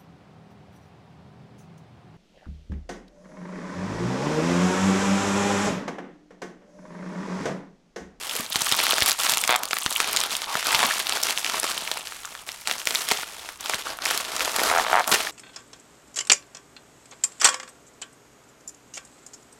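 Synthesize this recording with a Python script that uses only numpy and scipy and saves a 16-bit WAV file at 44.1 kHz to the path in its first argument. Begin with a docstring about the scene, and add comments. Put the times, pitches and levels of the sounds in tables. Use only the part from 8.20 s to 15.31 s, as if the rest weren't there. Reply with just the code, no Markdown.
"""Plastic mailer pulled open by hand

A plastic mailer is picked up from a desk, turned over and pulled open, close up in a small room. Creases snap
as clicked resonances over crinkle (clumped random facet flips) and sliding hiss (coloured noise); taut film
slips in runs of dull plucks and rips in volleys of tiny breaks. Dragged film sings as wavering narrow noise.
Resonances ring the bag faintly, low thumps sit under many of the snaps, and a desk bounce, a short tail and air
noise make the room."""
import sys
import numpy as np
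from scipy import signal
from scipy.fft import rfft, irfft
from scipy.io import wavfile
from scipy.ndimage import uniform_filter1d

SR = 44100
rng = np.random.default_rng(int(sys.argv[2]) if len(sys.argv) > 2 else 0)


def inscribe(sig):
    """Save sig as 16-bit PCM at rate SR to the path in sys.argv[1].

    A 1-D sig is mono; a 2-D sig holds one channel per row.
    Samples are clipped to [-1, 1] before scaling.
    """
    pcm = np.round(np.clip(np.atleast_2d(sig).T, -1, 1) * 32767)
    wavfile.write(sys.argv[1], SR, pcm.astype(np.int16))


N = 313551

# Big creases that buckle. Each row: start in seconds, relative level in dB, pitch in Hz, sharpness as Q.
BIG_CREASES = [(0.0955, -21, 3800, 3), (0.1531, -20, 7800, .5), (0.3581, -9, 3300, 1),
               (0.4188, -13, 3500, .5), (0.5156, -13.5, 3500, 1.4), (0.5237, -7, 3500, 4),
               (0.6674, -11, 2600, .7), (0.7092, -10, 3300, 4), (0.7227, -12, 2800, 1.4),
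               (0.7327, -15, 600, 1.4), (0.7829, -11, 1100, .5), (0.8155, -15, 2200, 1.4),
               (0.8223, -7, 3500, 1.4), (0.8607, -11, 5800, .5), (0.8881, -13, 5100, .5),
               (0.8963, -11, 3300, .5), (0.9099, -13, 4200, 1), (0.9172, -10, 4000, .7),
               (1.0348, -14, 5400, .7), (1.0667, -14, 1800, 1), (1.121, -12, 7400, .5),
               (1.1373, -13, 3300, 1.4), (1.1723, -12, 2200, .5), (1.1816, -15, 6900, 1.4),
               (1.2384, -12, 2900, 1.4), (1.277, -12, 3500, .7), (1.3068, -15, 7400, .5),
               (1.4344, -16, 7400, .5), (1.4549, -20, 7400, .5), (1.5099, -17, 1600, .5),
               (1.532, -10, 1200, 1), (1.5678, -19, 1800, .7), (1.586, -18, 7400, .5),
               (1.6625, -9, 2300, 1), (1.7265, -18, 6100, 1), (1.7621, -12, 2900, 4),
               (1.8025, -7, 1900, .5), (1.9638, -10, 4200, .7), (1.9712, -9, 2800, 1.4),
               (2.0035, -14, 6100, 1), (2.0136, -15, 3800, 1.4), (2.0373, -15, 3800, .5),
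               (2.1672, -17, 5400, .7), (2.2431, -22, 2900, 2), (2.3542, -12, 1000, 1.4),
               (2.4696, -13, 4800, .5), (2.5473, -6, 1600, .5), (2.5516, -12, 4500, 4),
               (2.6368, -13, 1000, 1), (2.7102, -14, 1700, 4), (2.7999, -17, 1700, .7),
               (2.8694, -16, 3500, 2.5), (2.8949, -14, 4500, .7), (2.9235, -14, 2900, 2),
               (3.0347, -11, 5100, 2), (3.0694, -16, 2400, .7), (3.1074, -14, 4500, .5),
               (3.1759, -14, 3000, 2), (3.2463, -14, 3000, 1.4), (3.2641, -17, 2800, 2),
               (3.2981, -17, 2600, 1), (3.3428, -17, 1000, 3), (3.3993, -14, 9400, 4),
               (3.4318, -16, 1200, .5), (3.4418, -16, 900, .5), (3.5781, -17, 3100, 3),
               (3.6763, -19, 2400, 2), (3.7154, -13.5, 1400, .4), (3.7723, -21, 1600, 1),
               (3.8721, -23, 1800, .5), (3.9225, -26, 1500, 1), (4.0492, -25, 1400, 3),
               (4.0544, -25, 7400, 4), (4.1515, -26, 1400, 3), (4.2902, -22, 1700, 1),
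               (4.4737, -13, 4000, .7), (4.4976, -18, 1600, .7), (4.5123, -13, 2800, 1),
               (4.6552, -22, 6000, .5), (4.6722, -9, 2600, .5), (4.7079, -16, 2800, .7),
               (4.7498, -12.5, 4000, .7), (4.757, -11, 4200, 3), (4.888, -15, 4500, .5),
               (5.2896, -23, 1300, 1.4), (5.4973, -14, 1600, .7), (5.5447, -18, 2800, .7),
               (5.6699, -21, 1200, 2), (5.788, -24, 1300, 1), (5.8545, -15, 5100, 3),
               (5.8583, -13, 2400, 2), (5.9108, -14, 1500, .5), (5.9763, -14, 5100, .5),
               (6.1953, -18, 2800, .5), (6.2069, -13, 1900, 3), (6.2489, -17, 4200, .7),
               (6.2783, -17, 1000, .5), (6.363, -14, 4800, .5), (6.3863, -16, 800, .5),
               (6.4166, -15, 700, .5), (6.4348, -14, 7800, .5), (6.8427, -21, 1500, .5)]
# Short rips of the film. Each row: start in seconds, length in seconds, relative level in dB, pitch in Hz.
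FILM_RIPS = [(1.3608, .002, -14, 3500), (3.029, .008, -22, 4200), (4.9128, .0095, -13.5, 1250),
             (6.8763, .004, -16, 7000), (6.9145, .006, -14.5, 1600), (6.9215, .008, -13, 1200),
             (6.936, .016, -14.5, 1300)]
# Moves of the hands, each a burst of rustle. Each row: start in seconds, length in seconds, relative level at
# mid-move in dB, swell from start to end in dB, body in dB, sheen in dB, sliding hiss in dB (last three: offsets).
HAND_MOVES = [(-0.02, 0.23, -35, 7, -4, -2.5, 9), (0.291, 0.15, -36.5, -23.5, -7, -3.5, -9),
              (0.326, .21, -29.5, 6.5, -6, -1.5, 1.5), (0.558, 0.29, -26, -5, -5, -4.5, 2),
              (0.85, 0.062, -23, -14.5, -4.5, -0.5, 4), (0.97, 0.15, -26.5, 3.5, -5, -2, 3.5),
              (1.156, 0.16, -32.5, -3.5, -2.5, 0, -2.5), (1.366, 0.073, -41, 5, 4, -6, 3),
              (1.466, 0.33, -35, 6, -4.5, 0, -5.5), (1.772, 0.28, -30, 0, -2.5, -6, 6),
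              (2.086, 0.052, -30, 2, -6, -4, 5), (2.181, 0.049, -36.5, 3.5, -2.5, -6, 5),
              (2.266, .13, -32.5, 7.5, -11, -5, 9), (2.432, 0.22, -25, 3.5, -4.5, -6, 4),
              (2.659, 0.15, -29, -2, -5, -3, 5.5), (2.836, 0.13, -31.5, 7.5, -2.5, -6, 6),
              (3.004, 0.098, -31, 8.5, -4, -3.5, 9), (3.143, 0.068, -35, 2, -4, 0, 9),
              (3.225, 0.15, -31.5, 4, -2.5, -4.5, 10.5), (3.418, 0.098, -29.5, -2, -3, -4, 6),
              (3.529, 0.28, -36, -3, -3, -3.5, 2), (3.833, 0.16, -42.5, -3, -6, -1.5, 14),
              (4.004, 0.2, -45, -2, -2.5, -2, 8), (4.261, 0.04, -38, -4, -3, -3, 8),
              (4.32, 0.16, -47, -1, -7, 0, 11), (4.446, 0.077, -34, 5, -2.5, -4, 7),
              (4.574, 0.017, -30, -10.5, -4, 0, 8), (4.65, 0.17, -33, 2.5, -4, -1, 10),
              (4.859, 0.15, -30.5, -6, -5.5, -4, 5.5), (5.044, 0.26, -42.5, 0.5, -3, -3.5, 13.5),
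              (5.382, 0.16, -36, 12.5, -3, -5, 6), (5.567, 0.024, -36, 1, -5, -3, 21),
              (5.631, 0.069, -37, 7, 1.5, -6.5, 20), (5.794, 0.045, -37.5, 3, 1, -9, 18),
              (5.827, 0.17, -29, -2.5, -2.5, -3.5, 7.5), (6.019, 0.15, -35.5, 8.5, -1, -5.5, 14),
              (6.19, 0.22, -31.5, -9.5, -1.5, -4.5, 13), (6.326, 0.16, -29, 8, 2, -3.5, 19),
              (6.5, 0.11, -31, 5, 2, -5, 16), (6.634, 0.18, -32, -5, 2, -7, 4),
              (6.856, 0.069, -33, 3, 7, 2, 0), (6.911, 0.15, -29, -2.5, -2.5, -5.5, 14)]
# Runs of jerks of the taut film. Each row: start in seconds, length in seconds, first gap in seconds, share by
# which each gap shrinks, first relative level in dB, change per jerk in dB, bite of the upper modes in dB,
# low-pass edge in Hz.
JERK_RUNS = [(1.2929, .07, .0082, 0, -14, -.5, 2, 4200), (1.377, .052, .0053, 0, -35, .4, -12, 1400),
             (6.5025, .102, .0119, 0, -16, .5, -9, 2300), (6.6483, .07, .018, .06, -19.5, 0, -6, 2600),
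             (6.7304, .081, .0121, .09, -8, -.8, -13, 2200)]
# Modes of the taut film. Each row: frequency in Hz, relative level in dB, t60 in seconds.
TAUT_FILM_MODES = [(738, -16, .035), (890, -3, .008), (1220, -5, .009), (1600, -7, .006), (2150, -3, .005),
                   (3300, -3, .004)]
# Path of the panel that sings as the bag drags over desk and fingers.
# Each row: time in seconds, relative level in dB, pitch in Hz.
DRAG_PATH = [(2.272, -34, 990), (2.293, -33, 1068), (2.381, -36, 847), (2.429, -69, 1300),
             (2.456, -31, 1500), (2.519, -28.5, 1006), (2.562, -33, 900), (2.636, -30, 899),
             (2.694, -37, 1087), (2.712, -27, 1690), (2.735, -65, 1794)]
# Air and panels of the bag. Each row: frequency in Hz, Q, gain in dB.
BAG_RESONANCES = [(421, 26, -4), (521, 20, -7), (640, 32, -3), (736, 28, -9), (1376, 35, -10)]
# Low thumps, mostly the bass under crease snaps at the same moments. 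Each row: start in seconds, relative level
# in dB, pitch in Hz, sharpness as Q.
LOW_THUMPS = [(0.153, -20.5, 470, 5.4), (0.197, -15.5, 224, 3), (0.358, -16, 216, 0.55),
              (0.419, -22, 149, 0.75), (0.523, -18, 193, .5), (0.822, -10, 248, 0.14), (1.121, -25, 180, .7),
              (1.293, -16, 250, 1.2), (1.662, -15, 220, 0.17), (2.354, -17.5, 202, 1.1),
              (2.547, -16.5, 170, 0.65), (2.648, -17.5, 229, 4.2), (4.672, -20, 300, 1),
              (4.708, -20, 460, 4.9), (4.913, -26, 248, 0.25), (5.545, -22, 200, .6),
              (6.922, -14, 285, 0.49)]
# Colour of crinkle, sliding film and room air. Each row: frequency in Hz, relative level in dB.
CRINKLE_COLOUR = [(60, -5), (150, 17), (240, 16), (330, 4.5), (500, -6.5), (800, 6), (1250, 10.5),
                  (1800, -8), (3200, 9.5), (5500, 5.5), (8000, 8), (12000, 4), (16000, 6)]
SLIDE_COLOUR = [(60, -16), (150, -22), (300, -6), (500, -5.5), (800, -1.5), (1300, 1.5), (1800, 1),
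                (3200, -1), (5500, -2.5), (8000, -8), (12000, -12.5), (16000, -24.5)]
AIR_COLOUR = [(25, -5.5), (70, -5), (150, -7.5), (400, -13), (1500, -10.5), (16000, -70)]

THIN_FILM_HZ, CUTOFF_HZ = 233, 15900
BODY_EDGE_HZ, SHEEN_EDGE_HZ = 1600, 6000
MOVE_ATTACK_S, SETTLE_DB_PER_S, HELD_DB = 0.026, 182, -54


def snaps(table, level_db, chatter, chatter_s, settle, settle_s, top_hz):
    """A click, brief chatter and a fainter, longer settling excite one resonance: a fold or bag giving way."""
    size = 1536
    out, t = np.zeros(N + size), np.arange(size) / SR
    decay = chatter * np.exp(-t / chatter_s) + settle * np.exp(-t / settle_s)
    for (start_s, db, hz, q), noise in zip(table, rng.standard_normal((len(table), size))):
        push = (t == 0) + noise * decay
        snap = cut(resonate(push, hz, q), top_hz, "low", order=1)
        at = int(start_s * SR)
        out[at:at + size] += from_db(db + level_db) * snap / np.linalg.norm(snap)
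    return out[:N]


def small_creases(hands, count, over_db, spread_db, pitch_hz, octaves_per_db, octaves, q):
    """Lesser creases, one per equal time slot; level and pitch follow the handling. Rows as in BIG_CREASES."""
    start_s = (np.arange(count) + rng.random(count)) / count * N / SR
    size, pitch, sharpness = rng.standard_normal((count, 3)).clip(-2, 2).T
    hand_db = np.interp(start_s, hands[:, 0], hands[:, 1])
    hz = pitch_hz * 2 ** (octaves * pitch + octaves_per_db * (hand_db - hand_db.mean()))
    return np.column_stack([start_s, hand_db + over_db + spread_db * size, hz, q * 2 ** sharpness])


def rips(level_db, per_s, fizz, q):
    """A tear runs through the film as a tight volley of tiny breaks over a faint fizz."""
    out = np.zeros(N)
    for start_s, length_s, db, hz in FILM_RIPS:
        at, size = int(start_s * SR), int(length_s * SR)
        noise = rng.standard_normal(SR // 10)
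        broken = rng.random(SR // 10) < per_s / SR
        breaks = noise * (fizz + broken)
        out[at:at + size] += from_db(db + level_db) * rms_one(resonate(breaks[:size], hz, q))
    return out


def rustle(hands, slide_db, flutter_db, body_db, mid_db, sheen_db):
    """Crinkle and stick-slip hiss: broad loose panels give the body, tight creases the sheen."""
    level_db, body, sheen, sliding_db = in_time(hands)
    hiss = rms_one(colour(rng.standard_normal(N), SLIDE_COLOUR))
    hiss = hiss * from_db(slide_db + sliding_db + flutter_db * drift(133))
    facets = crinkle(level_db, per_s=1300, busier=.4, spread_db=6.5, clump_db=4.5, q=4.2, skirt_q=0.24)
    film = facets + hiss
    low = cut(film, BODY_EDGE_HZ, "low", order=3)
    mid = cut(cut(film, BODY_EDGE_HZ, "high", order=3), SHEEN_EDGE_HZ, "low", order=3)
    high = cut(film, SHEEN_EDGE_HZ, "high", order=3)
    zones = (low, body + body_db), (mid, mid_db), (high, sheen + sheen_db)
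    return sum(even(x, window_s=0.069) * from_db(level_db + db) for x, db in zones)


def crinkle(level_db, per_s, busier, spread_db, clump_db, q, skirt_q):
    """Small facets flip in clumps at various pitches, more of them the harder the film is worked."""
    rate = per_s * from_db(busier * (level_db - level_db.mean()) + clump_db * drift(35))
    born = rng.random(N) < rate / SR
    sizes = from_db(spread_db * np.minimum(rng.exponential(1, N), 3.2)) * rng.choice([-1, 1], N)
    pitches_hz = np.geomspace(600, 13000, 22)
    dealt = rng.integers(0, len(pitches_hz), N)
    facets = 0
    for k, hz in enumerate(pitches_hz):
        # a facet radiates only near its own size
        flips = resonate(born * sizes * (dealt == k), hz, skirt_q)
        facets = facets + resonate(flips, hz, q) / np.sqrt(hz)
    return even(colour(facets, CRINKLE_COLOUR), window_s=0.073)


def handling():
    """Each move rises, swells or sags, and settles; the loudest dominates the colour.

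    Returns rows of time in seconds, then level, body, sheen and sliding in dB.
    """
    t = np.arange(0, N / SR, .001)
    power, tint = from_db(HELD_DB) ** 2 + 0 * t, 0
    for start_s, length_s, db, swell_db, *colours_db in HAND_MOVES:
        rise = np.clip((t - start_s) / MOVE_ATTACK_S, 0, 1)
        hold_db = db + swell_db * (np.clip((t - start_s) / length_s, 0, 1) - .5)
        settle_db = SETTLE_DB_PER_S * np.maximum(t - start_s - length_s, 0)
        move = (rise * from_db(hold_db - settle_db)) ** 2
        power, tint = power + move, tint + np.outer(colours_db, move)
    return np.column_stack([t, 10 * np.log10(power), *(tint / power)])


def slips(level_db, low_hz, jitter_s, uneven_db, catch_s, catch_db):
    """Each jerk plucks the stretched film like a small slack drum, and catches once more before it rests."""
    out, k = 0, np.arange(16)
    for start_s, length_s, gap_s, shrink, db, step_db, bite_db, soft_hz in JERK_RUNS:
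        gaps_s = gap_s * (1 - shrink) ** k
        after_s = np.cumsum(gaps_s) - gaps_s
        late, strong = rng.standard_normal((2, len(k)))
        jerk_s = start_s + after_s + jitter_s * late
        jerk_db = db + step_db * k + uneven_db * strong
        jerks = np.column_stack([jerk_s, jerk_db, np.full(len(k), bite_db)])
        delay_s = catch_s * rng.uniform(0.68, 1.84, len(k))
        catches = jerks + [0, catch_db, 0] + np.outer(delay_s, [1, 0, 0])
        inside = after_s < length_s
        plucks = strike(np.vstack([jerks[inside], catches[inside]]), TAUT_FILM_MODES, vary_db=-1)
        out = out + cut(plucks, soft_hz, "low", order=3)
    return from_db(level_db) * cut(out, low_hz, "high", order=2)


def strike(events, modes, vary_db):
    """Each event rings every mode with its own strength; bite sets the level of the upper modes."""
    upper_hz = 1800
    start_s, db, bite_db = np.transpose(events)
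    out, chance = np.zeros(N), rng.standard_normal((len(start_s), len(modes)))
    for k, (hz, mode_db, t60_s) in enumerate(modes):
        clicks = np.zeros(N)
        click_db = db + mode_db + bite_db * (hz > upper_hz) + vary_db * chance[:, k]
        clicks[(start_s * SR).astype(int)] = from_db(click_db)
        r, w = from_db(-60 / (t60_s * SR)), 2 * np.pi * hz / SR  # pole radius and angle
        out += signal.lfilter([1, -r * np.cos(w)], [1, -2 * r * np.cos(w), r * r], clicks + 1e-18)
    return out


def drag(level_db, width_hz):
    """Friction feeds one panel resonance, whose pitch follows the film tension: noise on a gliding carrier."""
    path_db, hz = in_time(DRAG_PATH)
    wobble = drift(width_hz) + 1j * drift(width_hz)
    ends_s = [DRAG_PATH[0][0], DRAG_PATH[-1][0]]
    gate = np.interp(np.arange(N) / SR, ends_s, [1, 1], left=0, right=0)
    carrier = np.exp(2j * np.pi * np.cumsum(hz) / SR)
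    return gate * from_db(path_db + level_db) * np.real(wobble * carrier)


def bag_ring(film):
    """Air and panels of the bag resonate with the film sounds."""
    return sum(from_db(db) * resonate(film, hz, q) for hz, q, db in BAG_RESONANCES)


def room(x, desk_s, desk_db, wet_db, t60_s, wall_hz):
    """One bounce off the desk, plus a short diffuse tail."""
    t = np.arange(SR // 2) / SR
    tail = rng.standard_normal(len(t)) * from_db(-60 * t / t60_s) * (t > .003)
    tail = cut(tail, wall_hz, "low", order=1)
    echo = from_db(wet_db) * tail / np.linalg.norm(tail)
    echo[int(desk_s * SR)] += from_db(desk_db)
    return x + signal.fftconvolve(x, echo)[:N]


def room_air(level_db):
    """Steady coloured noise of the room air."""
    return from_db(level_db) * rms_one(colour(rng.standard_normal(N), AIR_COLOUR))


def from_db(db):
    """Decibels to gain."""
    return 10 ** (np.asarray(db) / 20)


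def rms_one(x):
    """Scale to unit rms."""
    return x / np.sqrt(np.mean(x ** 2) + 1e-20)


def even(x, window_s):
    """Hold the running level at 1, leaving the fine grain."""
    return x / np.sqrt(np.abs(uniform_filter1d(x * x, int(window_s * SR))) + 1e-9)


def in_time(rows):
    """Each column of a curve table, sample by sample."""
    time_s, *columns = np.transpose(rows)
    return [np.interp(np.arange(N) / SR, time_s, c) for c in columns]


def drift(cutoff_hz):
    """Low-passed noise with unit rms, after a second of run-in."""
    return rms_one(cut(rng.standard_normal(N + SR), cutoff_hz, "low", order=2)[SR:])


def cut(x, hz, kind, order):
    """Butterworth filter."""
    sos = signal.butter(order, np.minimum(hz, .45 * SR), kind, fs=SR, output="sos")
    return signal.sosfilt(sos, x + 1e-18)


def resonate(x, hz, q):
    """One resonance with unit peak gain; pitch is capped and Q floored."""
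    hz = min(hz, SR / np.pi)
    return signal.lfilter(*signal.iirpeak(hz, max(q, np.e * hz / SR), fs=SR), x + 1e-18)


def colour(x, spectrum):
    """Causal (minimum-phase) filter that follows a spectrum table."""
    size = 4096
    hz, db = np.transpose(spectrum)
    grid_hz = np.linspace(1, SR / 2, size // 2 + 1)
    gain = from_db(np.interp(np.log(grid_hz), np.log(hz), db))
    cepstrum = irfft(np.log(gain))
    # folding the cepstrum gives minimum phase
    cepstrum[1:size // 2] *= 2
    cepstrum[size // 2 + 1:] = 0
    return signal.fftconvolve(x, irfft(np.exp(rfft(cepstrum))))[:N]


def scene():
    """Film sounds ring the bag and spread into the room."""
    hands = handling()
    lesser = small_creases(hands, count=130, over_db=9, spread_db=3.5, pitch_hz=3120,
                           octaves_per_db=-0.02, octaves=0.87, q=2.4)
    creases = np.vstack([BIG_CREASES, lesser])
    cracks = snaps(creases, level_db=17, chatter=.29, chatter_s=.0006, settle=.04, settle_s=0.0035, top_hz=13500)
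    cracks = cracks + rips(level_db=-1, per_s=2500, fizz=0.062, q=0.31)
    # small patches of film radiate little bass
    film = cut(cracks, THIN_FILM_HZ, "high", order=2)
    film = film + rustle(hands, slide_db=-4.5, flutter_db=3.0, body_db=-1.5, mid_db=0.88, sheen_db=1.1)
    film = film + slips(level_db=4.5, low_hz=470, jitter_s=.0002, uneven_db=1.2, catch_s=.0011, catch_db=-7)
    film = film + drag(level_db=-0.5, width_hz=190)
    bumps = snaps(LOW_THUMPS, level_db=10.0, chatter=.014, chatter_s=0.0037, settle=0.011, settle_s=0.03, top_hz=600)
    air = room_air(level_db=-57.5)
    near = film + bag_ring(film) + bumps
    return (room(near, desk_s=.0022, desk_db=-32.5, wet_db=-17.5, t60_s=0.21, wall_hz=7100) + air)[None]


def record(dry):
    """The tallest peaks are rounded off and the top is cut."""
    ceiling = .68
    top_cut = signal.ellip(10, .1, 80, CUTOFF_HZ, fs=SR, output="sos")
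    held = dry / (1 + (dry / ceiling) ** 4) ** (1 / 4)
    return signal.sosfiltfilt(top_cut, held)


dry = scene()
out = record(dry)
inscribe(out)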